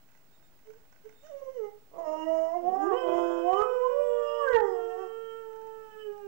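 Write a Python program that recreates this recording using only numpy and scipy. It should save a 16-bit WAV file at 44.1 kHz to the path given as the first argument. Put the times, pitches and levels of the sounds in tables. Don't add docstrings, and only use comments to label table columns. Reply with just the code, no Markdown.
import sys
import numpy as np
from scipy import signal
from scipy.fft import rfft, irfft, next_fast_len
from scipy.io import wavfile
from scipy.ndimage import uniform_filter1d, minimum_filter1d

SR = 44100
rng = np.random.default_rng(int(sys.argv[2]) if len(sys.argv) > 2 else 0)


def to_linear_factor(level_db):
    exponent = np.asarray(level_db, float) / 20
    return 10 ** exponent


def bounce(signal):
    frames = np.transpose(np.atleast_2d(signal))
    limited = np.clip(frames, -1, 1)
    pcm = np.round(limited * 32767).astype(np.int16)
    wavfile.write(sys.argv[1], SR, pcm)


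N = 276811

# (time [s], pitch [Hz], effort [dB], mouth opening [1 = rest], brightening pressure [dB])
GLIDING_CALL = [(1.93, 333, -59, 1, 1.5), (1.978, 335.7, -55, 1.36, -0.5), (1.988, 334.3, -39, 1.27, -2.5),
                (2.02, 334.3, -41, 1.18, -1.5), (2.045, 316, -55.5, 1.25, 15.5),
                (2.075, 308.3, -39, 0.91, 7), (2.15, 312.6, -35, 1.19, -3), (2.17, 314.8, -45.5, 0.81, 10),
                (2.25, 317.5, -41, 0.76, 5), (2.275, 322.7, -34.5, 0.94, -4),
                (2.305, 323.7, -32, 0.94, -3.5), (2.36, 322.8, -36, 0.95, 3),
                (2.48, 325.5, -39.5, 1.03, 2.5), (2.525, 336.8, -41, 1.12, 3.5),
                (2.545, 345.3, -33, 1.3, -3)]
GLIDING_LIFT = [(2.572, 354, -31, 1.045, -12), (2.61, 349.4, -41.5, 0.97, -5.5),
                (2.646, 348.6, -35, 1.03, -9), (2.686, 366.8, -25, 1.13, -14), (2.726, 374, -35, 1.39, -8),
                (2.76, 385.8, -31.5, 1.02, -1.5), (2.78, 391.3, -38, 1.16, -7.5),
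                (2.81, 394.3, -33, 1.23, -3), (2.873, 399, -30.5, 1.01, -2.5),
                (2.9, 389.4, -36.5, 0.93, -3), (2.935, 366.1, -28, 0.96, -4.5),
                (2.965, 371.5, -40, 1.02, -5.5), (2.991, 361, -58, 0.82, 3)]
GLIDING_RISE = [(3.051, 339.6, -35, 0.98, -12), (3.157, 343.9, -37, 0.88, 3),
                (3.42, 337.5, -34, 0.87, -10.5), (3.501, 367.5, -25, 1.163, -11),
                (3.56, 392.6, -30.5, 0.93, -1.5), (3.624, 429.5, -27.5, 1.007, 3),
                (3.665, 445.7, -42, 1.07, -7), (3.75, 479.1, -46.5, 0.75, 2.5)]
GLIDING_CREST = [(3.859, 513.4, -47, 1.17, 8), (3.93, 552.5, -38.5, 1.06, -2),
                 (4.001, 580.7, -33.5, 0.9, -3.5), (4.089, 582.2, -37, 1.1, -3.5),
                 (4.23, 586.9, -36, 1.22, -3.5), (4.381, 590.9, -36.5, 1.11, -1.5)]
GLIDING_FALL = [(4.43, 575, -39, 1.06, 16), (4.499, 513.3, -29, 1.116, 6.5), (4.569, 449.3, -24, 1.04, -2),
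                (4.61, 423.3, -28.5, 1.098, -17), (4.651, 397.5, -30, 0.95, -1.5),
                (4.705, 381, -37, 0.91, -5.5), (4.755, 365.7, -42, 1.06, -2),
                (4.81, 356, -43.5, 0.98, -2.5), (4.86, 355.5, -43, 0.96, -5.5),
                (4.945, 365.8, -45, 1.11, -1), (5.015, 384, -40.5, 0.9, 3), (5.072, 364.8, -45, 1.03, -1),
                (5.095, 370, -76.5, 1.15, -1)]
HELD_RISE = [(2.59, 263.7, -62, 0.83, -7.5), (2.64, 256.4, -44.5, 0.9, -12),
             (2.73, 252.2, -44.5, 0.94, -16.5), (2.78, 276.9, -43, 0.8, -16), (2.86, 331.4, -28, 0.93, -15),
             (2.9, 393.5, -33, 0.85, -9), (2.935, 478, -35, 1, 7.5), (2.97, 508.2, -32, 0.86, 10.5),
             (3.0, 516.5, -37, 0.89, 14.5), (3.06, 503.2, -32.5, 0.94, 6.5)]
HELD_NOTE = [(3.3, 511.3, -38, 0.94, 10.5), (3.579, 505.5, -36, 1, 8), (3.691, 503.7, -31, 1.14, 0),
             (3.81, 498.8, -32, 1.04, -2), (3.999, 487.8, -37, 1, 0.5), (4.29, 469.4, -37, 0.92, 1),
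             (4.47, 464.8, -38, 0.92, 3.5), (4.571, 464, -32.5, 1.135, -13.5),
             (4.679, 469.4, -36.5, 0.9, -2.5), (4.8, 457.2, -37.5, 1.1, 1.5),
             (5.03, 450.6, -38.5, 1.16, -4.5), (5.12, 450, -37, 1.135, -6.5), (5.2, 450, -34.5, 1.196, -9)]
HELD_FADE = [(5.4, 450.3, -37, 1.196, -6.5), (5.49, 443.8, -39.5, 1.13, -8), (5.53, 442.6, -42.5, 1.28, -8),
             (5.63, 442.2, -42, 1.176, -9), (5.798, 440.7, -40.5, 1.24, -9.5),
             (5.94, 433, -47.5, 1.08, 3.5), (6.03, 427.2, -51, 0.99, 8), (6.088, 415, -41, 0.94, -7),
             (6.197, 409.5, -48, 1.33, -4), (6.279, 395, -47, 0.64, 2.5)]
UNDERTONE = [
    (2.63, 180.6, -61, 0.85, -21),
    (2.68, 189, -45.5, 0.9, -16),
    (2.74, 206, -46.5, 0.97, -21),
    (2.79, 214, -59.5, 0.9, -21),
]
# (frequency [Hz], level [dB])
GLIDING_MOUTH = [(250, -19.5), (330, -11), (420, -2), (650, 4.5), (900, -16), (1200, -13), (1500, -29.5),
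                 (1800, -37.5)]
HELD_MOUTH = [(180, -14), (300, -10.5), (430, 2), (540, 1), (850, -20.5), (1050, -11.5), (1300, -21),
              (1600, -28)]
WHINE_MOUTH = [(400, -0.5), (560, -2), (680, -4), (850, -27), (1060, -21), (1300, -27.5), (1700, -42.5)]
# (frequency [Hz], level [dB])
GLIDING_THROAT = [(1200, 8), (1500, -13.5), (1900, -2), (2550, -24), (2900, -4.5), (3500, -43),
                  (4800, -32.5), (5300, -9), (5900, -23.5), (6700, -11.5), (7400, -31), (8100, -18),
                  (9000, -49)]
HELD_THROAT = [(1200, 3), (1770, -1), (2050, -21.5), (2550, -10), (3300, -10), (3650, -36.5), (4600, -45.5),
               (5100, -27), (5700, -27), (6500, -39.5), (7700, -20.5), (8300, -33.5), (8900, -38.5),
               (9500, -47.5), (12200, -54)]
WHINE_THROAT = [(1200, -12), (2100, -2), (2500, -14), (3000, 0), (3800, -42), (5400, -8.5), (6600, -7),
                (8000, -29.5)]
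# (time [s], spread [s], frequency [Hz], spread [Hz], lift [dB])
GLIDING_SWELLS = [(2.12, 0.062, 1246, 120.4, 4.5), (2.84, 0.1, 1515, 130, 22.5),
                  (2.91, 0.081, 1110, 390, 11.5), (3.59, 0.21, 1223, 170, 14), (3.86, 0.055, 991, 114, 27.5),
                  (4.42, 0.029, 1174, 110, 17), (4.48, 0.011, 1567, 190, 13.5), (4.57, 0.07, 878, 53, 12),
                  (4.56, 0.13, 1788, 238, 20.5), (4.2, 0.26, 5500, 1200, -14.5), (4.47, .07, 6300, 1200, -9),
                  (2.51, 0.013, 665, 63, -1), (2.32, 0.081, 645, 70, 3), (2.14, 0.027, 625, 70, 1.5),
                  (3.163, 0.16, 343, 30, 5), (4.33, 0.11, 2940, 150, 13.5), (4.268, 0.11, 1170, 120, 6.5),
                  (2.2, 0.077, 2880, 150, 13), (2.29, 0.037, 1930, 120, 12), (2.12, 0.057, 1870, 120, -9),
                  (2.2, 0.038, 640, 70, -9), (2.2, 0.055, 950, 80, 8.5), (4.4, 0.088, 2100, 150, -11.5),
                  (3.3, 0.18, 6750, 270, 4.5), (2.56, .03, 2120, 120, 11.5), (2.4, .05, 2800, 200, -1),
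                  (5.0, .05, 1500, 100, 16), (4.86, 0.061, 1075, 80, -3.5), (3.17, .08, 685, 40, 7.5),
                  (3.3, 0.19, 1020, 50, 6), (4.7, 0.032, 390, 50, 3)]
HELD_SWELLS = [(3.0, 0.05, 3080, 150, 9.5), (3.575, 0.021, 3040, 150, 8), (4.33, .14, 5160, 200, 13),
               (4.33, 0.11, 6200, 200, 10.5), (4.71, 0.06, 5150, 250, 16), (4, .08, 5480, 200, 10),
               (3.15, .2, 11500, 300, 25), (3.55, .25, 11200, 300, 19), (6.4, .12, 3100, 120, 8),
               (5.3, 0.13, 3150, 120, 5.5), (6.1, .2, 3240, 170, -14), (3.3, 0.17, 2030, 80, -10),
               (3.4, 0.044, 1600, 820, -6.5), (3.25, .2, 7650, 300, -7.5), (4.12, .25, 7650, 300, 7),
               (3.75, .15, 5520, 200, 5), (3.3, 0.17, 3800, 120, 3.5), (4.6, 0.37, 2310, 140, -11),
               (4.87, 0.067, 2750, 140, 0.5), (4.3, 0.045, 2840, 103, 17), (6.04, 0.06, 3047, 100, 20.5),
               (5.65, 0.11, 885, 80, 6.5), (5.246, 0.22, 900, 80, -10.5), (3.4, 0.068, 1780, 100, -9.5),
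               (5.5, 0.27, 2650, 120, -7), (3.15, 0.079, 2040, 100, 12.5), (4.7, 0.093, 2900, 330, -16),
               (8.8, 0.11, 3230, 170, -17), (3.0, .04, 5150, 200, 7.5)]
WHINE_SWELLS = [(1.453, 0.039, 1065, 80, 8.5), (1.58, 0.027, 1000, 150, -14), (1.58, 0.028, 1450, 150, -6),
                (1.27, .04, 1850, 120, 5), (1.66, .04, 2080, 100, 9), (1.64, .06, 2950, 200, -1),
                (1.74, 0.036, 830, 80, -13)]
PRESSURE_SHARES = (0, 0.34, 0.82)
# (multiple of a third of the pitch, level [dB])
THIRDS = [(4, -63.5), (7, -57.5), (10, -65)]
# (multiple of the pitch, level under the line above [dB])
FLUTTER_LINES = [(.25, -30.5), (1.5, -16), (1.75, -14), (2.25, -15), (2.5, -20), (2.75, -18), (3.25, -28),
                 (5.75, -40), (6.25, -28.5), (6.5, -29)]
# (time [s], pulse rate [1/s], level [dB], mouth resonance [Hz])
GROWLS = [
    [(1.9, 120, -74, 410), (1.94, 158, -54, 465), (1.97, 185, -47.5, 496), (2.01, 130, -48.5, 538),
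     (2.04, 130, -60.5, 517), (2.2, 140, -54.5, 480)],
    [(2.6, 140, -57, 520), (2.66, 140, -70, 510), (2.72, 410, -59.5, 505.5), (2.78, 150, -58, 499.7),
     (2.84, 230, -79, 605)],
]
# (time [s], pitch [Hz], effort [dB], mouth opening [1 = rest], brightening pressure [dB])
WHINES = [
    [(1.21, 526, -82, 1, 7), (1.25, 604, -40.5, 0.8, 10), (1.295, 664, -41.5, 0.89, 9),
     (1.32, 566.4, -45.5, 0.96, 6), (1.355, 555, -36, 0.79, -8), (1.378, 548, -43, 0.87, 4),
     (1.39, 543, -51, 0.94, 14), (1.412, 550, -47, 1, 10)],
    [(1.408, 553, -55, 1.2, 1), (1.424, 538, -39, 0.92, 0), (1.44, 538, -36.5, 0.71, -1.5),
     (1.458, 536, -43.5, 0.78, 4), (1.49, 525.8, -37.5, 1.04, -3), (1.53, 530, -54.5, 1.05, 13),
     (1.578, 490, -34.5, 0.88, 0), (1.6, 451, -36.5, 1.1, -1), (1.625, 429, -37.5, 1.05, -3.5),
     (1.64, 418, -37.5, 1.09, 1.5), (1.66, 412, -37.5, 1.08, -4.5), (1.695, 413.5, -49, 1.24, 1.5),
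     (1.715, 429, -62.5, 0.78, 4), (1.75, 430, -73, 0.81, -1)],
]
# (start [s], length [s], pitch [Hz], peak level [dB])
WHIMPERS = [
    (0.646, 0.094, 427, -48),
    (.732, 0.069, 442.6, -58),
    (1.034, 0.056, 422, -45),
    (1.11, 0.044, 445, -63),
]
# (start [s], length [s], pitch [Hz], peak level [dB])
WHISTLES = [
    (0.32, 0.061, 3730, -76),
    (0.417, 0.077, 3700, -78),
    (1.082, 0.31, 3680, -75.5),
]
# (time [s], peak level [dB])
TICKS = [(0.0875, -62), (0.117, -64), (0.1496, -62), (0.174, -65), (0.316, -69), (0.4244, -64),
         (0.5901, -63), (0.6707, -63.5), (0.7023, -59.5), (0.7347, -59), (0.7644, -72), (0.8494, -70),
         (0.925, -59.5), (0.96, -62), (0.9844, -72), (1.0537, -62), (1.092, -57), (1.1244, -62),
         (1.232, -60.5), (1.266, -58)]
LATE_TICKS = [(5.53, -62), (5.56, -63), (5.615, -62), (5.67, -60), (6.125, -68), (6.178, -63)]
# (frequency [Hz], width [Hz], level [dB])
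TICK_MODES = [(820, 620, -0.5), (1535, 220, 8), (1920, 410, 1.5), (2600, 150, -1), (5940, 1700, -9.5)]
# (frequency [Hz], time to fall 60 dB [s])
ROOM_T60 = [(200, 0.37), (600, 0.37), (1500, 0.46), (4000, 0.34), (9000, 0.029)]
# (time [s], spread [s], share of the crest kept [0-1])
OVERLOADS = [(2.925, 0.0042, 0.93), (2.942, 0.0048, 0.73), (3.078, 0.0034, 0.8), (3.112, 0.0019, 1),
             (3.155, 0.0027, 0.68), (3.19, 0.0029, 0.97), (3.534, 0.0082, 0.75), (3.549, 0.0031, 0.98),
             (3.587, 0.0021, 0.82), (3.604, 0.0066, 0.89), (3.619, 0.0047, 0.46), (4.48, 0.0055, 0.66),
             (4.492, 0.0047, 0.77), (4.533, 0.0045, 0.39), (4.549, 0.0033, 0.4), (4.564, 0.0055, 0.67),
             (4.579, .002, 1), (4.586, 0.0026, 0.68), (4.604, 0.0065, .66), (4.633, 0.0036, 0.68)]
# (frequency [Hz], density [dB per Hz])
HISS = [(10, -5), (20, 0.5), (55, -11), (200, -10.5), (700, -19), (1600, -21.5), (3500, -28.5), (7000, -30),
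        (9500, -34), (14500, -36), (16500, -29.5)]
# (frequency [Hz], width [Hz], level [dB])
HUMS = [(635.4, 7.8, -80.5), (776, 7.1, -87.5)]
# (frequency [Hz], level [dB])
FIELD_TICK = [(6000, -40), (8000, -20), (9500, -36), (12500, -22), (13200, -28), (13700, -15), (14100, -30),
              (14500, -13), (14800, -22), (15150, -6), (15450, 0), (15750, -1), (15850, -60)]
OFFSETS = (-.00138, -.00055)


def gliding_howl():
    rows = GLIDING_CALL + GLIDING_LIFT + GLIDING_RISE + GLIDING_CREST + GLIDING_FALL
    return voice(rows, GLIDING_MOUTH, GLIDING_THROAT, upper_db=-27, jitter=0.0037, fuzz_db=-33.5,
                 breath_db=-3, swells=GLIDING_SWELLS, thirds=THIRDS)


def held_howl():
    rows = HELD_RISE + HELD_NOTE + HELD_FADE
    return voice(rows, HELD_MOUTH, HELD_THROAT, upper_db=-20, jitter=0.003, fuzz_db=-33, breath_db=-5,
                 follow=0.75, creak_hz=316, flutter=True, top_even=0.34, swells=HELD_SWELLS)


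def undertone():
    return voice(UNDERTONE, HELD_MOUTH, HELD_THROAT, upper_db=-34, jitter=0.008, fuzz_db=-17, breath_db=3)


def voice(rows, mouth, throat, upper_db, jitter, fuzz_db, breath_db, follow=0.86, creak_hz=100,
          flutter=False, top_even=0, swells=(), thirds=()):
    t, (hz, effort_db, opening, press_db) = play(rows)
    creak = np.clip((creak_hz - hz) / 100, 0, 1)
    turns = np.cumsum(hz * (1 + (jitter + 0.067 * creak) * wander(len(t), 360))) / SR
    fuzz = wander(len(t), 89)
    fading = wander(len(t), 650)

    out = np.zeros(len(t))
    for k, share in enumerate(PRESSURE_SHARES, start=1):
        db = effort_db + share * press_db + read(mouth, k * hz / np.clip(opening, 0.5, 2))
        db += swelled(swells, t, k * hz)
        out += to_linear_factor(db) * np.cos(2 * np.pi * (k * turns + rng.random()))
    out *= 1 + to_linear_factor(fuzz_db + 19 * creak) * fuzz

    full_db = effort_db + press_db + upper_db
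    steady_db = -65 + follow * (full_db + 65)
    glide = uniform_filter1d(abs(np.gradient(np.log(hz))) * SR, size=2000)
    steady_db = steady_db - 5.5 * np.tanh(glide / 0.8)
    for k in range(4, 26):
        shift = int(rng.random() * len(t))
        high = np.clip((k * hz - 2100) / 300, 0, 1)
        top_db = steady_db + 2.6 * np.roll(fading, shift)
        db = (1 - high) * full_db + high * top_db + read(throat, k * hz)
        db += swelled(swells, t, k * hz)
        if k > 9:
            db -= top_even * (steady_db - steady_db.mean())
        phase = 2 * np.pi * (k * turns + rng.random())
        out += to_linear_factor(db) * np.cos(phase + 0.031 * k * np.roll(fuzz, shift))

    breath = coloured(rng.standard_normal(len(t)), [(700, -29.5)] + throat)
    out += to_linear_factor(steady_db + breath_db) * breath
    if thirds:
        out += tripled(thirds, t, turns, fuzz, fading)
    if flutter:
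        out += fluttering(t, turns, fuzz, fading)
    return t[0], np.sqrt(2) * out * signal.windows.tukey(len(t), min(800 / len(t), 1))


def swelled(swells, t, hz):
    lift = np.zeros(len(t))
    for s, spread_s, centre_hz, spread_hz, lift_db in swells:
        if hz.min() - 3 * spread_hz < centre_hz < hz.max() + 3 * spread_hz:
            lift += lift_db * np.exp(-((t - s) / spread_s) ** 2 - ((hz - centre_hz) / spread_hz) ** 2)
    return lift


def tripled(thirds, t, turns, fuzz, fading):
    on = np.exp(-((t - 2.434) / 0.076) ** 4) * to_linear_factor(3.4 * fading)
    return on * sum(to_linear_factor(db) * np.cos(2 * np.pi * k / 3 * (turns + 0.04 * fuzz)) for k, db in thirds)


def fluttering(t, turns, fuzz, fading):
    start, end, edge = 2.99, 3.472, 0.092
    done = np.clip((t - start) / (end - start), 0, 1)
    on = np.clip(np.minimum(t - start, end - t) / edge, 0, 1) ** 2 * to_linear_factor(2.4 * fading)
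    turns = turns + 0.032 * np.roll(fading, len(t) // 2) + 0.01 * fuzz
    below = on * to_linear_factor(-33 - 21.5 * done)
    above = on * to_linear_factor(-35 - 10.5 * done)
    out = below * np.cos(2 * np.pi * turns * 3 / 4) + above * np.cos(2 * np.pi * turns * 5 / 4)
    return out + above * sum(to_linear_factor(db) * np.cos(2 * np.pi * k * turns) for k, db in FLUTTER_LINES)


def growl(rows):
    t, (rate, level_db, mouth_hz) = play(rows)
    turns = np.cumsum(rate * (1 + 0.067 * wander(len(t), 210))) / SR
    pulses = np.diff(np.floor(turns), prepend=0) * to_linear_factor(3.5 * wander(len(t), 60))
    mouth = resonate(resonate(pulses, mouth_hz, 370), mouth_hz, 360)
    mouth -= to_linear_factor(-9) * resonate(resonate(pulses, 1100, 300), 1100, 300)
    chest = to_linear_factor(-32) * resonate(resonate(pulses, rate, 90), rate, 90)
    return t[0], to_linear_factor(level_db) * evened(mouth + chest)


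def whine(rows):
    return voice(rows, WHINE_MOUTH, WHINE_THROAT, upper_db=-35, jitter=0.0075, fuzz_db=-28.5,
                 breath_db=5.5, swells=WHINE_SWELLS)


def whimper(start, length, hz, db):
    place = np.array([0, 0.35, 0.55, 0.76, 1])
    effort_db = db - 33.5 * np.array([0.86, 0.18, 0.017, 0.22, 1])
    press_db = -9 + db - effort_db
    pitch = hz * (1 + 0.049 * place)
    rows = np.transpose([start + length * place, pitch, effort_db, np.ones(5), press_db])
    return voice(rows, WHINE_MOUTH, WHINE_THROAT, upper_db=-26, jitter=0.01, fuzz_db=-31, breath_db=-4)


def whistle(start, length, top_hz, top_db):
    t, (off,) = play([(start, 1), (start + 0.5 * length, 0), (start + length, 1)])
    hz = top_hz * (1 - 0.028 * off)
    level_db = top_db - 11 * off
    phase = 2 * np.pi * np.cumsum(hz * (1 + 0.0025 * wander(len(t), 200))) / SR
    return t[0], np.sqrt(2) * to_linear_factor(level_db) * (np.sin(phase) + to_linear_factor(-4) * np.sin(2 * phase))


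def ticks(rows):
    scuffs = np.zeros(N)
    t = np.arange(1500) / SR
    for s, db in rows:
        add(scuffs, s, to_linear_factor(db - 60 * t / 0.024) * rng.standard_normal(1500))
    rung = sum(to_linear_factor(db) * resonate(resonate(scuffs, hz, width), hz, width) for hz, width, db in TICK_MODES)
    return to_linear_factor(12) * rung


def room(x):
    taps = np.zeros(SR)
    at = np.arange(400, SR - 20, 20)
    taps[at + rng.integers(0, 20, len(at))] = rng.choice([-1., 1.], len(at))
    hz, t, z = signal.stft(taps, SR, nperseg=256)
    fall = to_linear_factor(-60 * t / read(ROOM_T60, hz)[:, None])
    tail = signal.istft(z * fall, SR, nperseg=256)[1]
    return signal.fftconvolve(x, tail / np.linalg.norm(tail))[:N]


def shaved(x):
    t = np.arange(N) / SR
    crest = uniform_filter1d(-minimum_filter1d(-x, size=300), size=150)
    kept = 1.1 - sum((1.1 - share) * np.exp(-((t - s) / ds) ** 2) for s, ds, share in OVERLOADS)
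    sag = 0.023 * uniform_filter1d(np.maximum(0.9 - kept, 0), int(0.0051 * SR))
    over = x - kept * crest
    soft = 0.008
    cut = 0.56 * soft * np.logaddexp(0, over / soft) + 0.25 * np.maximum(over, 0)
    return x - sag - cut * np.clip((1.1 - kept) * 10, 0, 1)


def limited(x):
    x = shaved(x - 0.072 * x ** 2)
    limit = np.where(x > 0, 0.3, 0.235)
    knee = 7
    x = x / (1 + abs(x / limit) ** knee) ** (1 / knee)
    return signal.lfilter(*signal.butter(1, 20, "high", fs=SR), x)


def tape_hiss():
    hiss = to_linear_factor(-67.5) * evened(coloured(rng.standard_normal(N), HISS))
    for hz, width, db in HUMS:
        hiss += to_linear_factor(db) * evened(resonate(rng.standard_normal(N), hz, width))
    return hiss


def picture_buzz():
    line_hz, field_hz, first_field = 15625, 50, 0.0142
    field = np.zeros(N)
    field[np.round(np.arange(first_field, N / SR, 1 / field_hz) * SR).astype(int)] = 1
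    odd_even = field * np.where(np.cumsum(field) % 2, 1, -1)
    field_ticks = evened(coloured(odd_even, FIELD_TICK))
    snow = evened(resonate(resonate(rng.standard_normal(N), 15500, 500), 15500, 500))
    gap = np.convolve(field, np.hanning(90))[:N]
    line = np.sqrt(2) * np.sin(2 * np.pi * line_hz * np.arange(N) / SR)
    line *= (1 - 0.25 * gap) * to_linear_factor(0.3 * wander(N, 900))
    return to_linear_factor(-71.3) * line + to_linear_factor(-76.5) * field_ticks + to_linear_factor(-85) * snow


def unplugged_input(live, buzz):
    rumble = evened(coloured(rng.standard_normal(N), [(5, 2), (40, -5.5), (150, -28.5), (400, -55.5)]))
    beep = np.sin(2 * np.pi * 8000 * np.arange(N) / SR)
    leaks = to_linear_factor(-74.5) * live + to_linear_factor(-22.5) * buzz
    return to_linear_factor(-93.5) * rumble + to_linear_factor(-100) * beep + leaks + to_linear_factor(-112) * rng.standard_normal(N)


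def evened(x):
    return x / np.sqrt(np.mean(x ** 2) + 1e-20)


def read(points, hz):
    f, value = np.transpose(points)
    return np.interp(np.log(hz + 1), np.log(f + 1), value)


def add(mix, s, sound):
    part = mix[round(s * SR):][:len(sound)]
    part += sound[:len(part)]


def play(rows):
    s, *columns = np.transpose(rows)
    t = np.arange(s[0], s[-1], 1 / SR)
    return t, [np.interp(t, s, c) for c in columns]


def wander(length, smooth):
    noise = rng.standard_normal(length)
    return evened(uniform_filter1d(uniform_filter1d(noise, int(smooth)), int(smooth)))


def resonate(x, hz, width):
    turn = np.exp(2j * np.pi * np.cumsum(hz * np.ones(len(x))) / SR)
    r = np.exp(-np.pi * width / SR)
    return 2 * (turn * signal.lfilter([1 - r], [1, -r], x / turn)).real


def coloured(x, spectrum):
    size = next_fast_len(len(x), True)
    gain = to_linear_factor(read(spectrum, np.fft.rfftfreq(size, 1 / SR)))
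    return irfft(rfft(x, size) * gain, size)[:len(x)]


def scene():
    near, far, low = np.zeros((3, N))
    add(near, *gliding_howl())
    add(far, *held_howl())
    add(far, *undertone())
    add(near, *growl(GROWLS[0]))
    add(far, *growl(GROWLS[1]))
    for rows in WHINES:
        add(low, *whine(rows))
    for row in WHIMPERS:
        add(low, *whimper(*row))
    for row in WHISTLES:
        add(far, *whistle(*row))
    far += ticks(TICKS)
    direct = near + far + low + ticks(LATE_TICKS)
    heard = direct + to_linear_factor(-10.5) * room(near) + to_linear_factor(-12.5) * room(far) + to_linear_factor(-13) * room(low)
    return np.array([0 * heard, 2 * heard])


def top_cut(x):
    return signal.sosfilt(signal.butter(12, 15765, fs=SR, output="sos"), x)


def record(dry):
    buzz = picture_buzz()
    noisy = limited(dry[1]) + 2 * (tape_hiss() + buzz)
    live = coloured(noisy, [(15760, 0), (15800, -70)])
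    both = np.array([unplugged_input(live, buzz), live]) + np.array(OFFSETS)[:, None]
    return top_cut(both)


dry = scene()
out = record(dry)
bounce(out)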